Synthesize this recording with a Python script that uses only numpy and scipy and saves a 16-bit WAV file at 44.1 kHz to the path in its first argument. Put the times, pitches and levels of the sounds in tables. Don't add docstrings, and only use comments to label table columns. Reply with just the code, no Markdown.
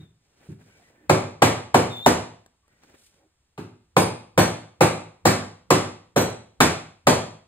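import sys
import numpy as np
from scipy import signal
from scipy.fft import rfft, irfft
from scipy.io import wavfile
from scipy.ndimage import uniform_filter1d

SR = 44100
rng = np.random.default_rng(int(sys.argv[2]) if len(sys.argv) > 2 else 0)


def dump(signal):
    limited = np.clip(np.atleast_2d(signal).T, -1, 1)
    pcm = np.round(limited * 32767).astype(np.int16)
    wavfile.write(sys.argv[1], SR, pcm)


N = 329427

# pitch in Hz, level in dB, time to fall 60 dB in seconds.
BENCH = [(83, -8.5, 0.15), (99.35, -4, 0.21), (109.2, -3, 0.23), (157.3, 6.5, 0.12), (165.6, -6, 0.3),
         (182.3, -8, 0.23), (208.8, -9.5, 0.25), (244.4, -3.5, 0.2), (269, -6, 0.14), (307.6, -2, 0.18),
         (347.7, -4, 0.2), (375, -2.5, 0.19), (421.8, -3.5, 0.17)]
# frequency in Hz, spectral level in dB.
CRACK = [(1500, 6.5), (3000, -2.5), (4500, -2), (6000, -1.5), (9000, -7), (12000, -9), (15500, -13.5)]


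def blows():
    # start in seconds, strength in dB, hardness in dB, crack, tool rattle and thwack in dB,
    # nominal thwack pitch in Hz, thwack hold in seconds, first contact in dB.
    hits = [(1.094, -2.5, 4.5, -19, -33.5, -20.5, 875, .005, -25),
            (1.419, -2.5, 4.5, -15.5, -23.5, -7, 1009, .008, -17),
            (1.742, -2, 1.5, -18, -29, -15.5, 907, 0.0069, -22.5),
            (2.0598, -2, 0, -16.5, -24, -11.5, 869, 0.0068, -22.5),
            (3.576, -31, 12, -18.5, -20.5, -14, 1300, .004, -41.5),
            (3.9647, -2, 2.5, -21, -15, -9, 1010, 0.0048, -29),
            (4.3753, -0.5, -9, -20.5, -17, -13, 983, 0.0055, -33),
            (4.807, -1.5, 5.5, -19, -19.5, -18, 856, 0.0055, -14),
            (5.252, -1.5, -4, -17, -18.5, -15.5, 858, 0.0046, -24),
            (5.7037, -2.5, 3.5, -14.5, -22.5, -14.5, 840, 0.0054, -20),
            (6.16, -4.5, -8.5, -20, -12, -16.5, 797, 0.0072, -21.5),
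            (6.604, -4.5, 9, -10.5, -17.5, -9, 1100, 0.0045, -3.5),
            (7.0684, -1.5, -0.5, -16.5, -18, -13, 1180, 0.0079, -19.5)]
    wood, air, near, boom = np.zeros((4, N))
    slips = dict(rough_db=3, rise_s=.0009)
    boom_follows = .61
    for start, db, hard_db, crack_db, rattle_db, thwack_db, hz, hold_s, contact_db in hits:
        contact = burst(.002)
        contact *= attack(np.arange(len(contact)) / SR, .0005)
        add(near, start, gain_of(db + contact_db) * contact)
        body_start = start + .0015
        add(wood, body_start, gain_of(db - 6.5) * frame_knock(hard_db))
        add(near, body_start, gain_of(db + thwack_db) * thwack(hz, hold_s, fall_s=.00614))
        add(air, body_start, gain_of(db + crack_db) * burst(.0047, **slips))
        add(near, body_start, gain_of(db + crack_db + 1) * burst(.0052, **slips))
        add(near, body_start, gain_of(db - 26.5) * spindle_buzz())
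        bench_start = start + .003976
        add(boom, bench_start, gain_of(boom_follows * db - 19.5) * bench_boom())
        add(air, start + .012, gain_of(db + rattle_db) * tool_rattle())
    return wood, air, near, boom


def frame_knock(hard_db):
    # pitch in Hz, level in dB.
    chair = [(455, -4.5), (500, 3), (590, 2), (690, 3), (785, 3), (890, 2), (1040, -1.5), (1180, -0.5),
             (1370, -7.5), (1575, -6), (1800, -12), (1980, -4.5), (2200, 1.5), (2420, 2.5), (2700, -3.5),
             (3000, -18.5), (3400, -26), (3900, -4), (4400, -17)]
    ring_cycles = 10
    modes = [(hz, db, ring_cycles / hz) for hz, db in chair]
    upper = np.clip(np.log2(np.array(chair)[:, :1] / 700), 0, 1)
    knock = ring(modes, spread_db=1, detune=.015, lift_db=upper * hard_db)
    return knock * attack(np.arange(len(knock)) / SR, .0008)


def thwack(hz, hold_s, fall_s):
    overtones_db = [-8, -13, -17]
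    t = np.arange(2000) / SR
    phase = 2 * np.pi * np.cumsum(hz * (.5 + .892 * np.exp(-t / fall_s))) / SR
    wave = np.sin(phase)
    for harmonic, db in enumerate(overtones_db, 2):
        wave += gain_of(db) * np.sin(harmonic * phase + 2 * np.pi * rng.random())
    uneven = 1 + .3 * wander(len(t), 40)
    release = np.exp(-np.maximum(t - hold_s, 0) / .002)
    return wave * uneven * attack(t, .0007) * release


def burst(fall_s, size=2048, rough_db=0, rise_s=1e-5):
    t = np.arange(size) / SR
    colour = gain_of(read(CRACK, np.fft.rfftfreq(size, 1 / SR)))
    uneven = gain_of(rough_db * wander(size, 40))
    fade = np.exp(-t / fall_s) * attack(t, rise_s)
    crack = rng.standard_normal(size)
    for _ in range(6):
        phase = np.angle(rfft(crack * fade * uneven))
        crack = evened(irfft(colour * np.exp(1j * phase), size))
    crack *= t < fall_s * np.log(1000)
    return crack * np.linalg.norm(fade) / np.linalg.norm(crack)


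def spindle_buzz():
    # pitch in Hz, level in dB, time to fall 60 dB in seconds.
    spindles = [(484, 2, .2), (715, -1, .3), (775, 0, .42), (888, -2, .35), (980, -4, .42), (1044, -1, .3),
                (1150, -4, .45), (1185, -5, .3), (1370, -7, .25), (1575, -11, .2), (2410, -14, .22),
                (4357, -16, .35)]
    tone = ring(spindles, spread_db=1.4, detune=.0021)
    buzz = gain_of(5 * (wander(len(tone), 500) - 1))
    return tone * buzz * attack(np.arange(len(tone)) / SR, .0014)


def bench_boom():
    boom = ring(BENCH, spread_db=1, detune=.0038)
    return boom * attack(np.arange(len(boom)) / SR, .0025) ** 2


def tool_rattle():
    # pitch in Hz, level in dB, time to fall 60 dB in seconds.
    tools = [(3290, -6, .025), (3900, -2, .025), (4357, -9, .06), (4640, -5, .025), (6230, 6, .01),
             (6720, -4, .02), (7600, -3, .015), (8520, -4, .02), (8950, -3, .015), (9320, -8, .04),
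             (13415, -6, .06), (14500, -12, .03)]
    jingle = ring(tools, spread_db=2.5, detune=.003)
    t = np.arange(len(jingle)) / SR
    rattle = jingle * gain_of(3 * wander(len(t), 250) - 12)
    add(rattle, 0, burst(.0067, rough_db=4))
    return rattle * attack(t, .003)


def squeaks():
    # start and length in seconds, pitch in Hz, opening and closing level in dB,
    # late step up and wobble as shares of the pitch.
    creaks = [(0, 0.12, 3700, -59.5, -76, 0.012, 0.019), (1.898, 0.175, 3658, -42.5, -33, 0.039, 0.0059)]
    overtones_db = [-24, -24, -29]
    sag, step_at, step_width = .055, .72, .025
    out = np.zeros(N)
    for start, length, top_hz, from_db, to_db, step, wobble in creaks:
        progress = np.arange(0, length, 1 / SR) / length
        size = len(progress)
        step_up = step / (1 + np.exp((step_at - progress) / step_width))
        hz = top_hz * (1 - sag * np.minimum(progress, step_at) + step_up)
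        phase = 2 * np.pi * np.cumsum(hz * (1 + wobble * wander(size, 150))) / SR
        tone = np.sin(phase) + sum(gain_of(db) * np.sin(k * phase) for k, db in enumerate(overtones_db, 2))
        level_db = from_db + (to_db - from_db) * progress + 2.2 * wander(size, 150)
        add(out, start, gain_of(level_db) * tone * signal.windows.tukey(size, .1))
    return out


def bumps():
    # start in seconds, strength in dB, tilt above 170 Hz in dB per octave.
    nudges = [(0, -48.5, -13), (0.489, -40.5, -7.5)]
    out, t = np.zeros(N), np.arange(SR // 2) / SR
    octaves = np.maximum(np.log2(np.array(BENCH)[:, :1] / 170), 0)
    for start, db, tilt_db in nudges:
        thud = ring(BENCH, spread_db=1.58, detune=.012, lift_db=tilt_db * octaves)
        add(out, start, gain_of(db) * thud * attack(t, .0006))
    return out


def ticks():
    # start in seconds, level in dB, pitch in Hz.
    snaps = [(1.029, -75, 14700), (2.4613, -47, 7860), (2.6797, -57.5, 8700), (2.835, -49, 4300)]
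    out, t = np.zeros(N), np.arange(400) / SR
    for start, db, hz in snaps:
        snap = .35 * np.sin(2 * np.pi * hz * t) + .82 * noise(CRACK, len(t))[0]
        add(out, start, gain_of(db) * snap * attack(t, .0003) * np.exp(-t / .0028))
    return out


def rustles():
    # start and hold in seconds, then shuffle, cloth hiss and fizz levels in dB.
    moves = [(0, 0.031, -62.5, -76, -100), (0.24, 0.1, -77, -78, -100), (0.378, 0.067, -65, -72.5, -94),
             (0.465, 0.056, -61, -68.5, -74), (0.615, 0.28, -64, -70, -80), (0.934, 0.27, -67, -86, -94),
             (2.706, 0.096, -73, -80.5, -97), (2.834, 0.12, -62, -70, -90),
             (2.993, 0.075, -73, -65.5, -66.5), (3.119, 0.055, -74, -73, -83),
             (3.178, 0.057, -73, -89, -95)]
    # frequency in Hz, spectral level in dB.
    shuffle = [(50, 1.5), (150, 2), (300, 1), (450, 2), (700, -3), (1200, -8.5), (1500, -4.5), (1700, -5),
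               (1950, -6.5), (2150, -9), (2350, -5), (2700, -12.5), (5000, -26)]
    cloth = [(1000, -14.5), (2500, -1.5), (6000, 0), (9000, -7.5), (12000, -12), (15500, -25.5)]
    fizz = [(5000, -21.5), (8000, -1), (11000, 3.5), (15500, -15)]
    swell_db_per_s, fade_db_per_s = 290, 224
    t, power = np.arange(N) / SR, np.zeros((3, N))
    grain, uneven = gain_of(1.5 * wander(N, 300)), gain_of(2.5 * wander(N, 900))
    layers = [texture * noise(colour, N, channels=2)
              for texture, colour in ((uneven, shuffle), (grain, cloth), (grain, fizz))]
    for start, hold, *levels_db in moves:
        slopes_db = np.minimum(swell_db_per_s * (t - start), fade_db_per_s * (start + hold - t))
        power += np.outer(gain_of(levels_db), gain_of(np.minimum(slopes_db, 0))) ** 2
    return sum(layer * level for layer, level in zip(layers, np.sqrt(power)))


def rubs():
    # start and length in seconds, pitch in Hz, level in dB.
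    strokes = [(.67, .12, 1560, -71), (.70, .1, 2300, -67), (.69, .08, 2890, -76), (.81, .1, 1940, -67),
               (.78, .06, 720, -68), (.88, .08, 540, -69), (.93, .13, 1800, -72), (.96, .12, 330, -66),
               (2.62, .05, 1150, -78), (2.66, .15, 1900, -76), (2.86, .1, 2050, -76), (3.14, .14, 530, -75),
               (3.18, .1, 780, -77), (3.17, .12, 323, -74)]
    out, width_hz = np.zeros(N), 55
    pole = np.exp(-np.pi * width_hz / SR)
    for start, length, hz, db in strokes:
        t = np.arange(0, length, 1 / SR)
        real, imaginary = rng.standard_normal((2, len(t)))
        waver = signal.lfilter([1], [1, -pole], real + 1j * imaginary)
        note = (waver * np.exp(2j * np.pi * hz * t)).real
        add(out, start, gain_of(db) * evened(note) * signal.windows.tukey(len(t), .5))
    return out


def workshop(frame, spot):
    # frequency in Hz, time to fall 60 dB in seconds.
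    room = [(100, 0.5), (300, 0.43), (700, 0.44), (1100, 0.46), (1500, 0.42), (3000, 0.48), (7000, 0.41),
            (11000, 0.34), (14000, 0.2), (16000, 0.07)]
    out, drift = np.zeros((2, N)), 1.4 * np.arange(N) / SR
    predelay, spacing = 90, 12
    slots = np.arange(predelay, SR - spacing, spacing)
    build_up = attack(np.maximum(np.arange(SR) - predelay, 0) / SR, .0015)
    for k in range(3):
        taps = np.zeros((2, SR))
        arrivals = slots + rng.integers(0, spacing, (2, len(slots)))
        np.put_along_axis(taps, arrivals, rng.choice([-1., 1.], arrivals.shape), 1)
        phase = np.angle(signal.stft(taps, nperseg=1024)[2])
        taps = signal.istft(np.exp(1j * phase), nperseg=1024)[1]
        hz, t, bands = signal.stft(taps, SR, nperseg=256)
        decay = gain_of(-60 * t / read(room, hz)[:, None])
        tail = signal.istft(bands * decay, SR, nperseg=256)[1][:, :SR] * build_up
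        turn = drift + k * np.pi / 3
        send = np.sqrt(2 / 3) * (np.cos(turn) * frame + np.sin(turn) * spot)
        out += signal.fftconvolve(send[None], tail / np.linalg.norm(tail[0]), axes=1)[:, :N]
    return out


def hush():
    # frequency in Hz, spectral level in dB.
    colour = [(30, 3.5), (55, 9.5), (100, -8), (200, -17), (350, -19.5), (800, -20.5), (3000, -24),
              (8000, -26), (13000, -36.5), (15500, -43.5)]
    return gain_of(-68.5) * noise(colour, N, channels=2)


def ring(modes, spread_db, detune, lift_db=0):
    hz, db, t60 = np.transpose(modes)[:, :, None]
    level_scatter, pitch_scatter = rng.standard_normal((2, len(modes), 1))
    t = np.arange(SR // 2) / SR
    polarity = (-1.) ** np.arange(len(modes))[:, None]
    level = gain_of(db + lift_db + spread_db * level_scatter - 60 * t / t60)
    return (polarity * level * np.sin(2 * np.pi * hz * (1 + detune * pitch_scatter) * t)).sum(0)


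def noise(spectrum, size, channels=1):
    colour = gain_of(read(spectrum, np.fft.rfftfreq(size, 1 / SR)))
    return evened(irfft(rfft(rng.standard_normal((channels, size))) * colour, size))


def wander(size, span):
    return evened(uniform_filter1d(rng.standard_normal(size), span))


def attack(t, rise_s):
    return 1 - np.exp(-t / rise_s)


def gain_of(db):
    return 10 ** (np.asarray(db) / 20)


def evened(x):
    return x / np.sqrt(np.mean(x ** 2) + 1e-20)


def read(points, hz):
    f, value = np.transpose(points)
    return np.interp(np.log(hz + 1), np.log(f + 1), value)


def add(mix, start, sound):
    part = mix[max(round(start * SR), 0):][:len(sound)]
    part += sound[:len(part)]


def scene():
    wood, air, near, boom = blows()
    boom += bumps()
    small_sounds = squeaks() + ticks() + rubs()
    direct = gain_of(4) * (wood + air) + near + boom + small_sounds
    frame_send = gain_of(5) * wood + gain_of(-14) * small_sounds
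    spot_send = gain_of(10) * air + gain_of(-10) * near + gain_of(-2) * boom
    return np.array([direct, np.roll(direct, 9)]) + workshop(frame_send, spot_send) + rustles() + hush()


def record(dry):
    # frequency in Hz, likeness from 0 to 1.
    likeness = [(30, .9), (70, .997), (170, .996), (300, .88), (500, .36), (900, .35), (2500, .15),
                (3600, .2), (4700, .7), (5400, .88), (7500, .97), (15000, .97)]
    # frequency in Hz, gain in dB.
    capsule = [(25, -12.5), (50, -8.5), (85, 3.5), (15600, 2), (16200, -29.5)]
    in_step_hz, cycle_hz, cutoff_hz = 8400, 6350, 16950
    hz = np.fft.rfftfreq(N, 1 / SR)
    same = np.clip(read(likeness, hz), 0, 1)
    turn = 2 * np.pi * (hz - in_step_hz) / cycle_hz
    slip = np.minimum(.42 * np.sin(2 * turn) - turn - 2 * np.pi, 0)
    left, other = rfft(dry) * gain_of(read(capsule, hz))
    right = same * left * np.exp(1j * slip) + np.sqrt(1 - same ** 2) * other
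    pair = irfft(np.array([left, right]), N)
    saturated = pair / (1 + pair ** 4) ** .25
    lowpass = signal.firwin(511, cutoff_hz, window=("kaiser", 9), fs=SR)
    return signal.oaconvolve(saturated, lowpass[None], "same")


dry = scene()
out = record(dry)
dump(out)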